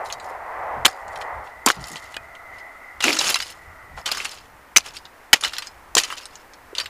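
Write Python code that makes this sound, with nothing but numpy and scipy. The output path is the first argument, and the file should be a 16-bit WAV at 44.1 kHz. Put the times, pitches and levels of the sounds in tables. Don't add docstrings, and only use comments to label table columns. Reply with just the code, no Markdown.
import sys
import numpy as np
from scipy import signal
from scipy.fft import rfft, irfft
from scipy.io import wavfile
from scipy.ndimage import uniform_filter1d

SR = 44100
rng = np.random.default_rng(int(sys.argv[2]) if len(sys.argv) > 2 else 0)


def put_to_file(sound):
    columns = np.atleast_2d(sound).T
    safe = np.clip(columns, -1, 1)
    whole_steps = np.round(safe * 32767)
    wavfile.write(sys.argv[1], SR, whole_steps.astype(np.int16))


N = 303849
TIME = np.arange(N) / SR
RING_SIZE = 6000
TOP_HZ = 15300
SIDE_DB = -33

# (frequency [Hz], density [dB per Hz])
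AIR_SPECTRUM = [(20, -5), (60, -12.5), (150, -25.5), (260, -11), (500, -10), (900, -5), (1400, -8.5),
                (2000, -10.5), (3300, -25), (6000, -28), (15000, -30)]
# (time [s], level [dB])
AIR_PUFFS = [(.785, -46), (1.15, -55), (1.39, -48), (1.82, -44), (3.7, -52), (3.97, -52)]
AIR_DB = -48.5
BREEZE_DB, BREEZE_FADE_DB_PER_S, PUFF_HALF_WIDTH_S = -54.5, 0.87, 0.063

# (frequency [Hz], density [dB per Hz])
ROAD_SPECTRUM = [(60, -34), (200, -29), (350, -9), (520, 0), (750, 8), (1050, 5), (1400, -3), (2000, -5.5),
                 (2700, -23), (4000, -38.5), (8000, -47), (15000, -51.5)]
# (time [s], half width [s], level [dB])
ROAR_SWELLS = [(0.0, 0.06, -31.5), (.55, 0.21, -31.5), (.76, 0.13, -34.5), (1.268, 0.2, -32)]
# (time [s], mean pitch [Hz], level before the partials' own [dB])
WHINE_PATH = [(0, 658, -44.5), (1.5, 656, -40.5), (3, 665, -44), (3.62, 667, -47.5), (3.8, 653, -42.5),
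              (4.5, 626.4, -62.5), (6.89, 591, -63)]
# (multiple, width [Hz], mean level [dB]); they are numbered in row order
WHINE_BANDS = [(1, 60, -15), (2, 250, -8.5), (3, 163, -4)]
ROAD_DB, ROAD_FADE_DB_PER_S = -35, 6

# (frequency before detuning [Hz], level before a random share [dB], undamped t60 [s])
PLASTIC_MODES = [(1235, -3, 0.061), (1890, -16.5, 0.15), (2045, -10, 0.16), (2393, -15, 0.34),
                 (2714, 4, 0.039), (3021, 6, 0.043), (3335, -13, 0.032), (3926, -3.5, 0.084),
                 (4550, -9, 0.037), (4420, 4.5, 0.035), (4584, -0.5, 0.02), (4890, 1.5, 0.083),
                 (5320, 4, 0.058), (6400, 3.5, 0.031), (6900, -9.5, 0.041), (7000, 2.5, 0.022),
                 (8760, -15.5, .04), (9430, -1.5, .03)]

# (time [s], level [dB], centre [Hz])
LOOSE_PIECES = [(0.058, -37, 3600), (0.101, -30.5, 3230), (0.125, -25, 5500), (0.199, -37.5, 4630),
                (0.244, -46.5, 5500), (1.08, -45.5, 6200), (1.158, -35, 3730), (1.213, -31, 2060),
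                (1.84, -32, 4480), (1.916, -35, 8100), (1.967, -33, 4020), (2.142, -33, 2680),
                (2.351, -41, 2900), (2.583, -45.5, 3750), (3.024, -20, 3330), (3.168, -20, 4600),
                (3.309, -27, 3020), (3.357, -16, 4060), (3.402, -21.5, 3570), (3.424, -24.5, 4300),
                (4.076, -25.5, 3800), (4.148, -28, 3640), (4.172, -24.5, 3650), (4.202, -24, 2400),
                (4.253, -25, 4100), (4.316, -34.5, 4430), (4.967, -31, 4460), (5.053, -37, 3810),
                (5.41, -28.5, 6160), (5.436, -16.5, 4100), (5.447, -15.5, 3600), (5.477, -27, 3660),
                (5.534, -26, 4240), (5.566, -29, 4040), (5.583, -21.5, 4900), (5.622, -28.5, 3340),
                (5.67, -31, 4570), (6.035, -19.5, 3830), (6.102, -26.5, 3150), (6.125, -25, 2960),
                (6.181, -32, 4460), (6.255, -32.5, 6700), (6.355, -37.5, 6150), (6.535, -42, 4990),
                (6.751, -27, 3760), (6.8, -20, 4260), (6.858, -28, 4030)]
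# (frequency [Hz], gain [dB])
CLATTER_SPECTRUM = [(200, -41), (700, 2.5), (1400, 9), (2600, -2), (5000, -6.5), (7200, -5), (8500, -5.5),
                    (11000, -9), (15000, -12)]

# (time [s], length [s], level [dB], tilt [dB per octave])
SCRAPE_PUSHES = [(0.036, .1, -49, 6.5), (0.193, 0.11, -58, 8.5), (0.851, 0.018, -31.5, 9.5),
                 (1.099, .13, -58, 13), (1.435, .04, -56, 5), (1.655, 0.048, -29, 4.5),
                 (1.802, 0.19, -49, 10.5), (2.0, 0.14, -52.5, 7), (2.524, 0.088, -56, -3),
                 (3.02, 0.13, -25.5, 1), (3.181, .13, -20.5, 3.3), (3.348, .16, -40, 7.5),
                 (3.953, 0.046, -47.5, 5), (4.051, 0.04, -31, -7), (4.104, .165, -32, -1.5),
                 (4.285, .08, -41.5, 2), (4.775, 0.019, -34.5, 1), (4.839, .045, -37.5, -2),
                 (4.931, 0.028, -40.5, 3.5), (5.336, 0.023, -32.5, -1.5), (5.421, 0.044, -28, -3.5),
                 (5.51, .15, -43.5, -3.5), (5.96, 0.032, -19, 4.5), (5.997, 0.13, -37, -3),
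                 (6.158, 0.064, -41.5, -1.5), (6.269, .15, -55, -1), (6.76, 0.056, -33.5, -4)]
# (frequency [Hz], gain [dB])
GRIND_SPECTRUM = [(150, -15), (500, -6), (1200, -5), (2200, -5.5), (3200, -4.5), (5000, -10), (7000, -9.5),
                  (8500, -17.5), (10500, -17.5), (12000, -24), (15000, -26)]
SCRAPE_ATTACK_S, SCRAPE_RELEASE_S = 0.017, 0.016
TRICKLE_DB, TRICKLE_S = -12, 0.035
RESTING_GRIT_DB, RESTING_TILT_DB = -68.5, 0.5
CATCH_DB = 4.5

CHIPS_PER_S, CHIP_DB, CHIP_SPREAD_DB, CHIP_FLIGHT_S = 50, -1, 3.5, 0.017
CHIP_HZ, CHIP_SPREAD_OCTAVES = 4330, 0.54

# (time [s], push time [s], level [dB], centre [Hz])
SOLE_PUSHES = [(0.764, 0.055, -43, 137), (0.853, 0.014, -35, 296), (1.663, 0.0094, -20, 294),
               (1.673, 0.016, -17, 1050), (1.767, 0.062, -40.5, 150), (1.904, 0.04, -43.5, 166),
               (3.045, 0.1, -27.5, 305), (3.19, 0.12, -57, 453), (3.974, 0.028, -35, 791),
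               (4.762, 0.012, -30, 220), (5.332, 0.022, -50, 300), (5.965, 0.0051, -20, 274),
               (6.729, 0.0043, -33, 403)]
# (multiple of its centre, gain [dB])
SOLE_SPECTRUM = [(.4, -34.5), (.75, -10.5), (.95, 0), (1.3, -8), (1.7, -11), (3, -21), (8, -47), (30, -77)]

# (time [s], nominal tearing time [s], level [dB], centre [Hz], level of the flexing shell [dB], resonance [Q])
SHELL_CRACKS = [(0.849, 0.0056, -17, 2680, -16.5, 1), (0.853, 0.0032, -1.5, 2920, -19, 1.7),
                (0.8595, 0.0065, -8, 3550, -14, 0.3), (0.8785, 0.012, -31.5, 2820, -28, 0.47),
                (1.661, 0.0081, -10.5, 5830, -14, 0.47), (1.6738, 0.0011, -10.5, 1900, -9, 3.6),
                (1.6855, 0.0012, -10, 5350, -14.5, 0.25), (1.701, .0017, -8, 1910, -10, 1.1),
                (1.957, 0.0034, -28.5, 3400, -33.5, 7.1), (2.166, 0.0028, -22, 1800, -32.5, 5.2),
                (3.004, 0.012, -25, 2460, -38, 0.69), (3.0397, 0.0059, -12, 3000, -26, 1.5),
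                (3.0805, 0.0047, -13.5, 2380, -23, 3.5), (3.1285, 0.00078, -9.5, 3970, -33, 2.8),
                (3.188, 0.0087, -15.5, 4440, -31, 5.8), (3.211, 0.0045, -18, 3200, -28, 2.6),
                (3.3432, 0.0015, -7.5, 4200, -22.5, 1.76), (4.058, 0.018, -23.5, 3300, -35, 0.82),
                (4.115, 0.011, -20, 4180, -31.5, 1.2), (4.7611, .009, -6.5, 3280, -29, 0.55),
                (4.77, 0.003, 5.5, 5800, -20, 4.9), (4.7813, 0.0042, -17, 5200, -25.5, 0.6),
                (5.3302, .011, 0.5, 3200, -19, 0.89), (5.342, 0.0028, -11.5, 2800, -16, 1.23),
                (5.951, .0021, -6.5, 6500, -18.5, 4.4), (5.968, 0.0055, -14.5, 4200, -16.5, 1.6),
                (5.9783, 0.014, -12, 4330, -33, 2), (6.7821, 0.0069, -18.5, 4200, -36.5, 3.1)]
# (frequency [Hz], gain [dB])
CRACK_SPECTRUM = [(200, -24.5), (700, -13.5), (1400, 4), (2600, 2.5), (5000, -3.5), (7200, 1.5),
                  (8500, -2.5), (11000, -6.5), (15000, -8.5)]
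BUCKLE_START_S, BUCKLE_SNAPS_PER_S, BUCKLE_SCATTER_S = 3.0505, 75, 0.001
BUCKLE_TEAR_S, BUCKLE_DB, BUCKLE_HZ, BUCKLE_FLEX_DB, BUCKLE_Q = 0.0041, -19, 2440, -27.5, 5


def undb(db):
    return 10 ** (np.asarray(db) / 20)


def unit(x):
    return x / np.sqrt(np.mean(x ** 2))


def burst(x, db, length):
    return x * undb(db) * np.sqrt(length * SR / np.sum(x ** 2))


def curve(rows, axis=1):
    rows = np.array(rows)
    return np.interp(TIME, rows[:, 0], rows[:, axis])


def add(out, s, x):
    i = max(int(s * SR), 0)
    out[i:i + len(x)] += x[:max(N - i, 0)]


def swell(s, width):
    return np.exp(-((TIME - s) / width) ** 2)


def walk(rate):
    targets = np.interp(TIME * rate, np.arange(2000), rng.standard_normal(2000))
    return unit(uniform_filter1d(targets, int(SR / rate)))


def band(x, hz, q):
    limit = 0.4 * SR
    hz = min(hz, limit)
    b, a = signal.iirpeak(hz, max(q, hz / limit), fs=SR)
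    return signal.lfilter(b, a, x)


def colour(x, points, size=4096):
    hz, db = np.transpose(points)
    bins = np.fft.rfftfreq(size, 1 / SR) + 1
    gain = undb(np.interp(np.log(bins), np.log(hz), db))
    cepstrum = irfft(np.log(gain))
    cepstrum[1:size // 2] *= 2
    cepstrum[size // 2 + 1:] = 0
    response = irfft(np.exp(rfft(cepstrum)))
    return signal.fftconvolve(x, response)[:len(x)]


def grains(rate, spread_db, size):
    chance, strength, sign = rng.random((3, size))
    strength = np.minimum(-np.log(1 - strength), 4)
    return (chance < rate / SR) * undb(spread_db * strength) * np.sign(sign - 0.5)


def piece(ring_db, detune=0.034, damping=1, contact_s=0.0006):
    hz, db, t60 = np.transpose(PLASTIC_MODES)[:, :, None]
    shift, share = rng.standard_normal((2, len(PLASTIC_MODES), 1))
    t = np.arange(RING_SIZE) / SR
    tones = np.sin(2 * np.pi * hz * (1 + detune * shift) * t)
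    decay = np.exp(-np.log(1000) * t * damping / t60)
    ring = np.sum(share * undb(db) * tones * decay, axis=0)
    click = rng.standard_normal(RING_SIZE) * np.exp(-t / contact_s)
    return unit(click) + undb(ring_db) * unit(ring)


def air():
    far = unit(colour(rng.standard_normal(N), AIR_SPECTRUM)) * undb(AIR_DB + 0.5 * walk(1.7))
    rumble = band(band(rng.standard_normal(N), 47, q=0.7), 68, q=0.7)
    breeze = unit(rumble * undb(3.4 * walk(15)))
    strength = undb(BREEZE_DB - BREEZE_FADE_DB_PER_S * TIME)
    strength = strength + sum(undb(db) * swell(s, PUFF_HALF_WIDTH_S) for s, db in AIR_PUFFS)
    return far + breeze * strength


def roar_level():
    receding = undb(ROAD_DB - ROAD_FADE_DB_PER_S * TIME)
    swells = sum((undb(db) * swell(s, width)) ** 2 for s, width, db in ROAR_SWELLS)
    return np.sqrt(receding ** 2 + swells)


def vehicle():
    roar = unit(colour(rng.standard_normal(N), ROAD_SPECTRUM)) * roar_level() * undb(2.0 * walk(10))
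    pitch = curve(WHINE_PATH) * (1 + 0.009 * walk(13))
    phase = 2 * np.pi * np.cumsum(pitch) / SR
    whine = 0
    for k, (_, width, db) in enumerate(WHINE_BANDS, 1):
        low_pass = signal.butter(2, width / 2, fs=SR, output="sos")
        a, b = signal.sosfilt(low_pass, rng.standard_normal((2, N)))
        partial = unit(a * np.cos(k * phase) + b * np.sin(k * phase))
        whine = whine + undb(db + 2.0 * walk(9)) * partial
    return roar + whine * undb(curve(WHINE_PATH, axis=2))


def clatter():
    out, t = np.zeros(N), np.arange(RING_SIZE) / SR
    for s, db, hz in LOOSE_PIECES:
        landing = grains(rate=7000, spread_db=-1.0, size=RING_SIZE) * np.exp(-(t / 0.0035) ** 2)
        chatter = grains(rate=1500, spread_db=-1.5, size=RING_SIZE) * t * np.exp(-t / 0.0046)
        contact = unit(landing) + undb(-4) * unit(chatter)
        body = piece(ring_db=-10.0, detune=0.05, damping=1.12, contact_s=0.00029)
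        ring = signal.fftconvolve(contact, body)[:RING_SIZE]
        knock = colour(band(ring, hz, q=2.52), CLATTER_SPECTRUM)
        add(out, s, burst(knock, db, 0.0053))
    return out


def scraping():
    total = np.zeros((2, N))
    t = np.arange(SR // 2) / SR
    for s, length, db, tilt in SCRAPE_PUSHES:
        attack = np.minimum(t / SCRAPE_ATTACK_S, 1)
        release = np.exp(-np.maximum(t - length, 0) / SCRAPE_RELEASE_S)
        power = (undb(db) * attack * release) ** 2
        add(total[0], s, power)
        add(total[1], s, tilt * power)
    keep, resting = np.exp(-1 / (TRICKLE_S * SR)), undb(RESTING_GRIT_DB) ** 2
    trickle = signal.lfilter([1 - keep], [1, -keep], total)
    power, brightness = total + undb(TRICKLE_DB) ** 2 * trickle
    level_db = 10 * np.log10(power + resting)
    tilt = (brightness + resting * RESTING_TILT_DB) / (power + resting)
    return level_db, tilt


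def chips(count=8):
    db, _ = scraping()
    stirred = undb(np.interp(TIME - CHIP_FLIGHT_S, TIME, db) + CHIP_DB)
    out = np.zeros(N)
    for octave in np.linspace(-1, 1, count) * CHIP_SPREAD_OCTAVES:
        body = piece(ring_db=-1.5, detune=0.04, damping=1.3, contact_s=0.0011)
        tick = burst(band(body, CHIP_HZ * 2 ** octave, q=1.82), 0, 0.0044)
        waits = rng.exponential(count / CHIPS_PER_S, 100)
        sizes = rng.uniform(-1, 1, 100)
        for s, size in zip(np.cumsum(waits), sizes):
            if s < TIME[-1]:
                add(out, s, tick * stirred[int(s * SR)] * undb(CHIP_SPREAD_DB * size))
    return out


def grinding(count=14):
    db, tilt = scraping()
    crowding = undb(0.5 * (np.maximum(db, -45) + 23))
    judder, splinters = 2.12 * walk(110), 0
    for hz in np.geomspace(1100, 12000, count):
        slips = grains(rate=300 * crowding, spread_db=2.0, size=N)
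        slips = slips * undb(judder + CATCH_DB * walk(80)) / np.sqrt(crowding)
        body = piece(ring_db=-6.0, detune=0.01, damping=2.0, contact_s=0.0016)
        body = band(band(body, hz, q=2.1), hz, q=0.94)
        register = unit(signal.oaconvolve(slips, body)[:N])
        splinters = splinters + np.sqrt(hz) * register * undb(tilt * np.log2(hz / 4000))
    grit = grains(rate=6000 * crowding, spread_db=2.0, size=N) * undb(judder) / np.sqrt(crowding)
    crunch = unit(splinters) + undb(-2) * unit(grit)
    return unit(colour(crunch, GRIND_SPECTRUM)) * undb(db)


def thuds():
    out, t = np.zeros(N), np.arange(SR // 2) / SR
    for s, length, db, hz in SOLE_PUSHES:
        push = grains(rate=3100, spread_db=3, size=len(t)) * np.exp(-(t / length) ** 2)
        thud = colour(push, np.array(SOLE_SPECTRUM) * [hz, 1])
        add(out, s, burst(thud, db, length))
    return out


def buckling(count=5):
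    scatter = BUCKLE_SCATTER_S * rng.standard_normal(count)
    times = BUCKLE_START_S + np.arange(count) / BUCKLE_SNAPS_PER_S + scatter
    return [(s, BUCKLE_TEAR_S, BUCKLE_DB, BUCKLE_HZ, BUCKLE_FLEX_DB, BUCKLE_Q) for s in times]


def cracks():
    out, t = np.zeros(N), np.arange(RING_SIZE) / SR
    for s, length, db, hz, flex_db, q in SHELL_CRACKS + buckling():
        onset = 1 - np.exp(-t / 0.00064)
        fall = np.exp(-(t / (0.86 * length)) ** 2) + undb(-13.5) * np.exp(-t / 0.0058)
        tear = grains(rate=9200, spread_db=3.5, size=RING_SIZE) * onset * fall
        wall = piece(ring_db=-8, detune=0.03, damping=4.8, contact_s=0.00001)
        shell = signal.fftconvolve(tear, wall)[:RING_SIZE]
        snap = colour(band(shell, hz, q), CRACK_SPECTRUM)
        flex = band(band(tear, 850, q=1.0), 700, q=0.25)
        ring = band(piece(ring_db=12.5, detune=0.024, damping=1.4), 0.32 * hz, q=0.4)
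        add(out, s, burst(snap, db, length))
        add(out, s, burst(flex, flex_db, length))
        add(out, s, burst(ring, db - 28.5, length))
    return out


def scene():
    near = cracks() + clatter() + thuds() + grinding() + chips()
    width = undb(SIDE_DB) * air() * np.array([[1], [-1]])
    return near + vehicle() + air() + width


def record(dry):
    low_pass = signal.firwin(255, TOP_HZ, window="blackman", fs=SR)
    clipped = np.clip(dry, -0.9, 0.9)
    return signal.oaconvolve(clipped, low_pass[None], mode="same", axes=1)


dry = scene()
out = record(dry)
put_to_file(out)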